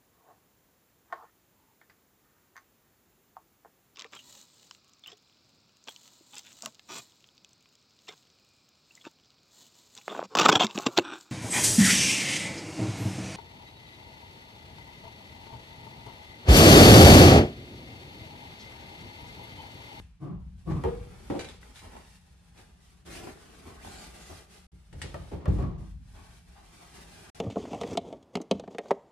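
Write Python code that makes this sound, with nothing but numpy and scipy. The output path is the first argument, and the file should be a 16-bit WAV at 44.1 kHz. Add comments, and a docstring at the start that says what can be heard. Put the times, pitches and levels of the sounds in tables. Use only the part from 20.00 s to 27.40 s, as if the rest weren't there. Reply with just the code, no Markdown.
"""A soft scuff of cloth over a low rumble comes first; then a wooden wardrobe door judders and knocks.
In the small room a hanger clinks, and a shirt is taken out and pulled on: it rubs, buckles and flaps.
The catch snaps, the door thuds shut and the cloth rustles on. The sound cuts out twice for an instant.
Impacts and stick-slip friction excite the damped modes of wood and metal; the cloth is friction noise,
shaped by each stroke and coloured by reflections from close surfaces."""
import sys
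import numpy as np
from scipy import signal
from scipy.fft import rfft, irfft
from scipy.io import wavfile
from scipy.ndimage import uniform_filter1d

SR = 44100
rng = np.random.default_rng(int(sys.argv[2]) if len(sys.argv) > 2 else 0)


def dump(signal):
    """Clip the signal to [-1, 1] and save it as 16-bit WAV at the path in sys.argv[1]."""
    limited = np.clip(np.atleast_2d(signal).T, -1, 1)
    pcm = np.round(limited * 32767).astype(np.int16)
    wavfile.write(sys.argv[1], SR, pcm)


N = 326272
TIME = np.arange(N) / SR
TAIL = TIME[:SR]  # time axis of an impulse response

# reverberation of the room: (frequency [Hz], t60 [s])
ROOM_T60 = [(80, 0.97), (260, 0.35), (700, 0.54), (2000, 0.44), (5000, 0.82), (12000, 0.039)]
# stereo width: (frequency [Hz], side minus mid [dB])
WIDTH = [(40, -16), (75, -15), (170, -10.5), (300, -6), (500, -1.5), (1100, -2.5), (3500, -1.5),
         (6000, 1.5), (8200, -2), (9400, -31), (10500, -33), (11800, 4), (15000, 0.5)]
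# silent instants: (start [s], end [s])
DROPOUTS = [(4.668, 4.718), (7.301, 7.348)]
# shifts of weight that sway floor and cabinet: (start [s], level [dB], decay [dB/s])
HEAVES = [(-.07, -40.5, 170), (.3, -40.5, 36), (.64, -38.5, 17.5), (4.88, -45.5, 18), (5.52, -34, 27.5)]
# noise spectra of room, cloth, wood and metal: (frequency [Hz], relative spectral density [dB])
AIR_COLOUR = [(25, -9), (60, 7.5), (120, -10), (175, 4), (250, -33.5), (500, -38), (1000, -31),
              (3000, -34.5), (8000, -46), (15000, -61)]
SWAY_COLOUR = [(20, -59), (33, -7), (48, 1), (70, -1), (105, -10), (170, -16), (260, -24), (600, -91)]
RUB_COLOUR = [(100, -9), (300, -5), (800, 2.5), (1500, 3.5), (3000, 2), (5000, -0.5), (7000, -3),
              (9000, -2), (11000, -4.5), (13000, -13), (15000, -3)]
FOLD_COLOUR = [(60, -1.5), (150, 6.5), (300, 5.5), (550, -1.5), (680, -0.5), (810, -3.5), (1000, -8.5),
               (1400, -8), (2500, -12.5), (6000, -31)]
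FLAP_COLOUR = [(40, -34), (88, 17.5), (140, -20), (300, 5), (500, -6.5), (1000, -6.5), (3000, -42),
               (8000, -30)]
CREASE_COLOUR = [(150, -3), (800, 0), (1500, -7), (3000, -22), (8000, -31)]
FRAME_COLOUR = [(40, -25), (90, 2.5), (145, -3.5), (220, -2.5), (300, -10.5), (500, -23.5), (800, -27.5),
                (1120, -23), (1450, -37.5), (3000, -49.5), (8000, -74)]
RASP_COLOUR = [(150, -12), (400, 11), (600, 8), (800, 7.5), (1180, 8), (1450, -6.5), (1900, -3.5),
               (3200, -15), (8000, -23), (14000, -63)]
BOOM_COLOUR = [(30, -20), (60, 7), (100, -6), (160, 5), (205, -8.5), (245, -12), (310, -4), (500, -23),
               (1200, -58)]
PANEL_COLOUR = [(100, -5), (220, 2.5), (310, 7), (500, 1.5), (700, -6.5), (950, -9), (1300, -20.5),
                (2500, -24.5), (6000, -38.5)]
CRACK_COLOUR = [(200, 7), (550, 17.5), (950, 13.5), (1400, 8.5), (2200, -0.5), (3500, -8.5), (7000, -28),
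                (14000, -60)]
METAL_COLOUR = [(400, 4), (1200, 4.5), (2100, 9.5), (3300, 6), (6000, -0.5), (8500, 0), (11000, -1.5),
                (15000, -32)]

# cloth sliding over cloth and skin: (start [s], rise [s], length [s], hiss [dB], loose folds [dB])
STROKES = [(-.02, 0.018, 0.01, -66.5, -63), (0.19, 0.033, 0.056, -75.5, -89), (0.38, 0.026, .17, -82, -77),
           (0.543, 0.057, 0.12, -74, -72), (0.646, 0.046, 0.517, -68, -55.5),
           (1.086, 0.19, 0.43, -63.5, -55), (1.603, 0.011, 0.098, -65.5, -60.5),
           (1.717, 0.056, 0.08, -59.5, -78), (1.817, 0.024, 0.16, -66.5, -53),
           (1.944, 0.027, 0.22, -66.5, -85), (2.14, 0.15, 0.87, -74, -70.5),
           (2.514, 0.091, 0.089, -66, -56.5), (2.776, 0.13, 0.034, -60.5, -116),
           (3.044, 0.026, 0.26, -59, -50), (3.071, 0.076, 0.1, -52.5, -52.5), (3.316, 0.1, 0.66, -65, -57),
           (3.646, 0.031, 0.031, -65, -50), (3.788, 0.072, 0.29, -57, -53), (4.08, 0.083, 0.31, -59, -54.5),
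           (4.463, 0.071, 0.11, -62, -62), (4.725, 0.025, 0.37, -76.5, -75), (4.917, 0.11, 0.4, -66, -60),
           (5.492, 0.056, 0.081, -65, -78), (5.773, 0.012, 0.14, -72.5, -76),
           (5.943, 0.27, 0.44, -66.5, -68), (6.129, 0.042, 0.04, -86, -55.5),
           (6.42, 0.094, 0.28, -69, -65.5), (6.578, 0.23, 0.46, -63, -61), (6.887, 0.089, 0.13, -61, -55.5),
           (7.03, 0.076, 0.48, -61.5, -57)]
# an arm in the sleeve: (start [s], length [s], first, middle and last thread rate [Hz], level [dB])
SLEEVE_ZIPS = [(3.129, 0.054, 3100, 2700, 2550, -51), (3.761, 0.085, 1410, 1600, 3000, -53),
               (3.825, 0.28, 2830, 4340, 4440, -56), (3.86, .2, 5980, 7850, 5600, -54.5),
               (4.19, 0.2, 6300, 6500, 3960, -59)]
# cloth scuffing over a hollow fold: (start [s], length [s], resonance [Hz], level [dB])
SCUFFS = [(0.0, 0.037, 2600, -68), (6.131, 0.15, 990, -60.5), (6.546, 0.037, 740, -56.5),
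          (6.798, 0.026, 694, -55.5), (7.234, .06, 1290, -58.5)]
# creases buckling: (time [s], level [dB])
CREASES = [(1.875, -57), (1.935, -57), (1.953, -53), (1.967, -50), (3.075, -58), (3.14, -56), (3.272, -48),
           (3.374, -57), (3.848, -50), (3.873, -51), (4.303, -55), (6.812, -61)]
# the shirt pulled taut: (time [s], level [dB], time constant [s])
FLAPS = [(1.814, -49.5, 0.024), (3.071, -48, 0.016), (3.227, -42.5, 0.027), (3.27, -48, 0.013),
         (3.654, -46.5, 0.034), (3.856, -50, 0.027), (4.295, -42.5, 0.023), (7.207, -53, 0.0089)]

# pushes that drag the door in its frame: (start [s], rise [s], length [s], slip force [dB], rasp [dB])
PUSHES = [(0.188, 0.039, 0.11, -32.5, -63), (0.649, 0.032, 0.046, -25, -63),
          (0.691, 0.026, 0.034, -30.5, -41), (0.742, 0.019, 0.044, -31.5, -48),
          (5.386, 0.036, 0.06, -46, -54.5), (5.432, 0.024, 0.034, -36, -51),
          (5.548, 0.064, 0.095, -29.5, -48), (5.682, 0.024, 0.116, -45, -56.5),
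          (5.778, 0.028, 0.066, -46, -61)]
# blows on the wardrobe: (time [s], cabinet boom [dB], door panel [dB], edge crack [dB])
BLOWS = [(0.674, -41, -49, -78), (0.698, -27, -49, -57), (0.838, -58, -31.5, -35),
         (.849, -26.5, -26.5, -42), (0.887, -47, -66, -46), (1.3, -38.5, -40.5, -41),
         (4.729, -48, -72, -86), (4.929, -45, -50, -57), (4.959, -40, -75, -80), (5.037, -37, -41, -58),
         (5.143, -38, -42.5, -38.5), (5.199, -38.5, -65, -59), (5.314, -62, -36, -56),
         (5.331, -32, -38, -68), (5.457, -52, -56, -37.5), (5.479, -16.5, -34.5, -47),
         (5.532, -23.5, -54, -66), (5.586, -25.5, -38, -48), (5.626, -50, -46, -45.5),
         (5.661, -30, -45, -63)]
# impacts on the smaller parts: (time [s], level [dB])
HANGER_CLINKS = [(1.393, -44), (1.409, -46), (1.445, -50), (1.751, -67), (1.773, -59), (1.792, -57.5),
                 (2.576, -62.5)]
HOOK_TICKS = [(1.487, -45.5), (1.758, -51.5)]
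BUTTON_TAPS = [(1.63, -57.5)]
CATCH_SNAPS = [(4.928, -59.5), (5.017, -40.5)]
SHELF_KNOCKS = [(1.301, -29), (1.352, -32.5), (5.479, -42.5), (5.56, -43)]
# normal modes of each part: (frequency [Hz], relative level [dB], t60 [s])
HANGER_MODES = [(1550, -0.5, 0.29), (2094, 1, 0.17), (2338, 6, 0.16), (2404, -3, 0.28), (2892, -0.5, 0.16),
                (3910, 5, 0.17), (4480, 4.5, 0.065), (6050, 0, 0.079), (6640, -1, 0.081)]
HOOK_MODES = [(3470, -2, 0.22), (3560, 0, 0.065), (3850, 4, 0.083)]
BUTTON_MODES = [(1560, -1, .025), (1960, 0, 0.046), (2770, -12, 0.022)]
CATCH_MODES = [(1865, 3, 0.16), (1925, 4.5, 0.19), (2174, 2, 0.17), (2870, 5, 0.13), (3400, -3, .08),
               (4570, -1, 0.13), (7870, 0, 0.037), (8270, 3.5, 0.092)]
FRAME_MODES = [(102.5, -0.5, 0.18), (134.3, 7.5, 0.082), (163.25, -6.5, 0.4), (186, -10.5, 0.78),
               (233.5, -2.5, 0.15), (292.8, 2, 0.085), (375, -8, 0.25), (716, -10, 0.074),
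               (1107, -18, 0.26), (1220, -24.5, 0.28)]  # the door frame with its mirror
CABINET_MODES = [(50, 0, 0.43), (73, 7, 0.37), (88.8, 16, 0.21), (139.6, 9.5, 0.15), (156.1, 2, 0.36),
                 (245.7, 0.5, 0.16), (292.4, -17, 0.37)]
PANEL_MODES = [(350, 3, 0.19), (383, 6.5, 0.3), (462, 7, 0.35), (487, 6.5, 0.55), (836, 4.5, 0.096),
               (910, 1, 0.13), (984, -20, 0.4), (1240, -11.5, 0.29)]
EDGE_MODES = [(1254, 12, 0.013), (1780, -19, 0.034), (2732, -11, 0.083)]
SHELF_MODES = [(141.6, -3, 0.16), (299.4, 5, 0.27), (355, 9, 0.15), (395, -3.5, 0.23), (505, -3, 0.17),
               (545, -1, 0.28), (773, -1.5, 0.33)]

STROKE_RELEASE_DB_PER_S = 127  # the cloth settles after each stroke
CRACK_GAIN, CRACK_S = 1.8, 0.014  # extra gain and time constant of an impact's onset
GRIP_S = 4.6  # from here on a hand holds the door


def amp(db):
    """Amplitude ratio of a level in decibels."""
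    return 10 ** (np.asarray(db) / 20)


def rms_one(x):
    """Normalisation to unit rms."""
    return x / np.sqrt(np.mean(x ** 2) + 1e-20)


def at_hz(points, hz):
    """Interpolation of a table on a log-frequency axis."""
    freqs, values = np.transpose(points)
    return np.interp(np.log(np.maximum(hz, 1)), np.log(freqs), values)


def drift(per_s):
    """Random fluctuation of unit rms, linear between per_s values a second."""
    knots = rng.standard_normal(4096)
    return rms_one(np.interp(TIME * per_s, np.arange(len(knots)), knots))


def gesture(start, rise, length, release_db_per_s, sag_db_per_s=0):
    """Envelope of one movement: a smooth attack, a hold that may sag, an exponential release."""
    age = TIME - start
    attack = np.sin(np.pi / 2 * np.clip(age / rise, 0, 1)) ** 2
    sag_db = sag_db_per_s * np.maximum(age - rise, 0)
    release_db = release_db_per_s * np.maximum(age - length, 0)
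    return attack * amp(-sag_db - release_db)


def colour(pair, spectrum):
    """Spectral shaping: two independent signals, as mid and side, give a stereo pair of unit rms."""
    size = pair.shape[1]
    hz = np.fft.rfftfreq(size, 1 / SR)
    mid, side = irfft(rfft(pair) * amp(at_hz(spectrum, hz)) * (hz > 15), size)
    side = irfft(rfft(side) * amp(at_hz(WIDTH, hz)), size)
    return rms_one(np.array([mid + side, mid - side]))


def noise(spectrum, size=N):
    """Gaussian stereo noise with a given spectrum."""
    return colour(rng.standard_normal((2, size)), spectrum)


def strikes(rows):
    """Brief contacts act as impulses, one per (time [s], level [dB])."""
    force = np.zeros(N)
    for time, db in rows:
        force[int(time * SR)] = amp(db)
    return force


def grains(per_s, spread_db):
    """A Poisson process: independent impulses of random size and sign."""
    size = amp(spread_db * np.minimum(rng.exponential(1, N), 4))
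    return (rng.random(N) < per_s / SR) * size * rng.choice([-1, 1], N)


def excite(force, response):
    """A linear system convolves the force with its impulse response."""
    return signal.fftconvolve(force[None], response, axes=1)[:, :N]


def unit_attack(response):
    """Normalisation to unit rms over the first 30 ms."""
    return response / np.sqrt(np.mean(response[..., :int(0.03 * SR)] ** 2))


def diffuse(spectrum, direct, direct_s):
    """Reverberation: after a direct burst, each octave of the diffuse field decays at its own rate."""
    source = rfft(noise(spectrum, size=SR))
    hz = np.arange(SR // 2 + 1)
    octave = np.clip(np.log2(np.maximum(hz, 1) / 62.5), 0, 8)
    out = 0
    for k in range(9):
        band = irfft(source * np.maximum(1 - abs(octave - k), 0), SR)
        out += band * amp(-60 * TAIL / at_hz(ROOM_T60, 62.5 * 2 ** k))
    return unit_attack(out * (1 + direct * np.exp(-TAIL / direct_s)))


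def near_walls(x, paths_ms, echo_db, travel_ms):
    """Comb filtering: echoes from close surfaces interfere, and their delays vary as the arms move."""
    out, n = x, np.arange(N)
    for path in paths_ms:
        lag = (path + travel_ms * drift(2.5)) * SR / 1000
        out = out + amp(echo_db) * np.array([np.interp(n - lag, n, channel) for channel in x])
    return out / np.sqrt(1 + len(paths_ms) * amp(2 * echo_db))


def ringing(modes, wander=0):
    """Free vibration is a sum of damped sinusoids; a phase difference between channels gives width."""
    out = 0
    for hz, db, t60 in modes:
        skew = np.arctan(amp(at_hz(WIDTH, hz))) * rng.choice([-1, 1]) * np.array([[1], [-1]])
        cycles = hz * np.cumsum(1 + wander * drift(50)[:SR]) / SR
        out += amp(db - 60 * TAIL / t60) * np.sin(2 * np.pi * cycles + skew)
    return unit_attack(out)


def wood(modes, spectrum, modes_db, room_db, rise_s):
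    """Impulse response of a wooden part: modes and reverberation build up over the contact time."""
    wash = diffuse(spectrum, direct=0.8, direct_s=0.1)
    ring = ringing(modes, wander=0.0079)  # joints shift, so the pitch wanders
    return (amp(modes_db) * ring + amp(room_db) * wash) * (1 - np.exp(-TAIL / rise_s))


def background(swing):
    """Incoherent sources add in power: standing, swinging and heaving rock the floor under quiet air."""
    standing = amp(-61 + 0.5 * drift(2.7))
    rocking = amp(-5.5) * swing
    power = standing ** 2 + rocking ** 2
    for start, db, decay in HEAVES:
        power += (amp(db) * gesture(start, rise=0.061, length=0.061, release_db_per_s=decay)) ** 2
    return noise(SWAY_COLOUR) * np.sqrt(power) + amp(-59) * noise(AIR_COLOUR)


def strokes():
    """Envelopes of the cloth's rubbing and its folds' swinging; overlapping strokes add in power."""
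    rub_power, swing_power = 0, 0
    for start, rise, length, hiss_db, folds_db in STROKES:
        power = gesture(start, rise, length, STROKE_RELEASE_DB_PER_S) ** 2
        rub_power += power * amp(hiss_db) ** 2
        swing_power += power * amp(folds_db) ** 2
    return np.sqrt(rub_power), np.sqrt(swing_power)


def rubbing(rub):
    """Friction noise: threads catch and slip in dense grains, more often as the sliding quickens."""
    per_s = 5000 * np.sqrt(rub / rub.max())
    threads = np.array([grains(per_s, spread_db=2.5), grains(per_s, spread_db=-5)]) / np.sqrt(per_s)
    hiss = colour(rms_one(threads) + 2.7 * rng.standard_normal((2, N)), RUB_COLOUR)
    return hiss * rub * amp(7 + 0.92 * drift(45))


def sleeve():
    """Threads crossing periodically make a narrow band of noise, a zip whose pitch follows arm speed."""
    blur_filter = signal.butter(2, 220, fs=SR, output="sos")
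    out = 0
    for start, length, first_hz, middle_hz, last_hz, db in SLEEVE_ZIPS:
        along = np.clip((TIME - start) / length, 0, 1)
        hz = np.polyval(np.polyfit([0, 0.5, 1], [first_hz, middle_hz, last_hz], 2), along)
        cycles = np.cumsum(hz * (1 + 0.032 * drift(700))) / SR  # threads lie unevenly
        blur = rms_one(signal.sosfilt(blur_filter, rng.standard_normal((2, N))))
        arch = 2 * np.sqrt(along * (1 - along))
        out += amp(db) * arch * blur * np.sin(2 * np.pi * cycles)
    return out


def scuffs():
    """Cavity resonance: a hollow of the cloth selects one band of the friction noise."""
    friction, out = noise(RUB_COLOUR), 0
    for start, length, hz, db in SCUFFS:
        hollow = rms_one(signal.lfilter(*signal.iirpeak(hz, Q=2.9, fs=SR), friction))
        out += amp(db) * hollow * gesture(start, 0.024, length, STROKE_RELEASE_DB_PER_S)
    return out


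def creases(swing):
    """Buckling: a taut crease gives way with a dry pop; small ones crinkle as the folds swing."""
    crinkles = amp(-11.5) * swing * grains(per_s=35, spread_db=1)
    return excite(strikes(CREASES) + crinkles, diffuse(CREASE_COLOUR, direct=4.3, direct_s=0.0032))


def folds(swing):
    """Moving cloth displaces air: loose folds murmur, and the shirt flaps when pulled taut."""
    murmur = noise(FOLD_COLOUR) * swing * amp(1.5 + 1.32 * drift(50))
    puffs = 0
    for time, db, time_constant in FLAPS:
        age = np.maximum(TIME - time, 0) / time_constant
        puffs += amp(db) * np.sqrt(2 * np.e * age) * np.exp(-age)
    return murmur + noise(FLAP_COLOUR) * puffs


def fittings():
    """Small stiff bodies ring high: hanger and hook on the rail, a button on the door, the catch."""
    clatter = diffuse(METAL_COLOUR, CRACK_GAIN, CRACK_S)
    hanger = excite(strikes(HANGER_CLINKS), ringing(HANGER_MODES) + amp(-2.5) * clatter)
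    hook = excite(strikes(HOOK_TICKS), amp(-8) * ringing(HOOK_MODES) + amp(-6.5) * clatter)
    button = excite(strikes(BUTTON_TAPS), ringing(BUTTON_MODES))
    catch = excite(strikes(CATCH_SNAPS), amp(-3.5) * ringing(CATCH_MODES) + amp(-1.5) * clatter)
    return hanger + hook + button + catch


def judder():
    """Stick-slip friction: the tight door shakes its frame with uneven pulses while dry wood rasps."""
    slip_hz = 143 * amp(1.3 * drift(110))
    slip_count = np.floor(np.cumsum(slip_hz) / SR)
    slips = np.diff(slip_count, prepend=0) * amp(1.9 * drift(200))
    force, rasp = 0, 0
    for start, rise, length, force_db, rasp_db in PUSHES:
        push = gesture(start, rise, length, release_db_per_s=322, sag_db_per_s=39)
        force = np.maximum(force, amp(force_db) * push)
        rasp = np.maximum(rasp, amp(rasp_db) * push)
    frame = wood(FRAME_MODES, FRAME_COLOUR, modes_db=0, room_db=-8.5, rise_s=0.0034)
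    frame /= np.sqrt(np.sum(frame ** 2) / 2)  # unit mean energy per channel
    return excite(rms_one(slips) * force, frame) + noise(RASP_COLOUR) * rasp * amp(drift(140))


def knocks():
    """Impact excitation: cabinet, door panel, edge and shelf ring; a gripping hand damps the panel."""
    times, boom_db, panel_db, crack_db = np.transpose(BLOWS)
    held = times > GRIP_S
    cabinet = wood(CABINET_MODES, BOOM_COLOUR, modes_db=-2, room_db=-6, rise_s=0.0023)
    free_panel = wood(PANEL_MODES, PANEL_COLOUR, modes_db=0.5, room_db=-8, rise_s=0.0029)
    held_panel = wood(PANEL_MODES, PANEL_COLOUR, modes_db=-31, room_db=-3, rise_s=0.0031)
    edge = amp(-1.5) * diffuse(CRACK_COLOUR, CRACK_GAIN, CRACK_S) + amp(-15) * ringing(EDGE_MODES)
    shelf = wood(SHELF_MODES, PANEL_COLOUR, modes_db=-2, room_db=-2.5, rise_s=0.00071)
    boom = excite(strikes(zip(times, boom_db)), cabinet)
    ring = excite(strikes(zip(times[~held], panel_db[~held])), free_panel)
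    thud = excite(strikes(zip(times[held], panel_db[held])), held_panel)
    crack = excite(strikes(zip(times, crack_db)), edge)
    crack = near_walls(crack, paths_ms=[1.4, 3.7], echo_db=-6.5, travel_ms=0.286)
    return boom + ring + thud + crack + excite(strikes(SHELF_KNOCKS), shelf)


def scene():
    """Superposition: level differences place the wardrobe, and the shirt beside it, slightly left."""
    wardrobe = knocks() + judder() + fittings()
    rub, swing = strokes()
    shirt = rubbing(rub) + folds(swing) + sleeve() + scuffs() + creases(swing)
    shirt = near_walls(shirt, paths_ms=[1.1, 2.6, 4.9], echo_db=-12, travel_ms=0.252)
    return (background(swing) + shirt) * amp([[0.4], [-0.4]]) + wardrobe * amp([[0.56], [-0.56]])


def record(dry):
    """Band limiting and gating: deep bass is lost, the top treble is antiphase, the sound cuts twice."""
    bass_cut = signal.butter(3, 32, "high", fs=SR, output="sos")
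    mid_treble_cut = signal.ellip(8, 0.3, 70, 12400, fs=SR, output="sos")
    treble_cut = signal.ellip(10, 0.3, 80, 15700, fs=SR, output="sos")
    gate = np.ones(N)
    for start, end in DROPOUTS:
        gate[int(start * SR):int(end * SR)] = 0
    left, right = signal.sosfilt(bass_cut, dry) * uniform_filter1d(gate, size=128)
    mid = signal.sosfilt(mid_treble_cut, (left + right) / 2)
    side = (left - right) / 2
    return signal.sosfilt(treble_cut, [mid + side, mid - side])


dry = scene()
out = record(dry)
dump(out)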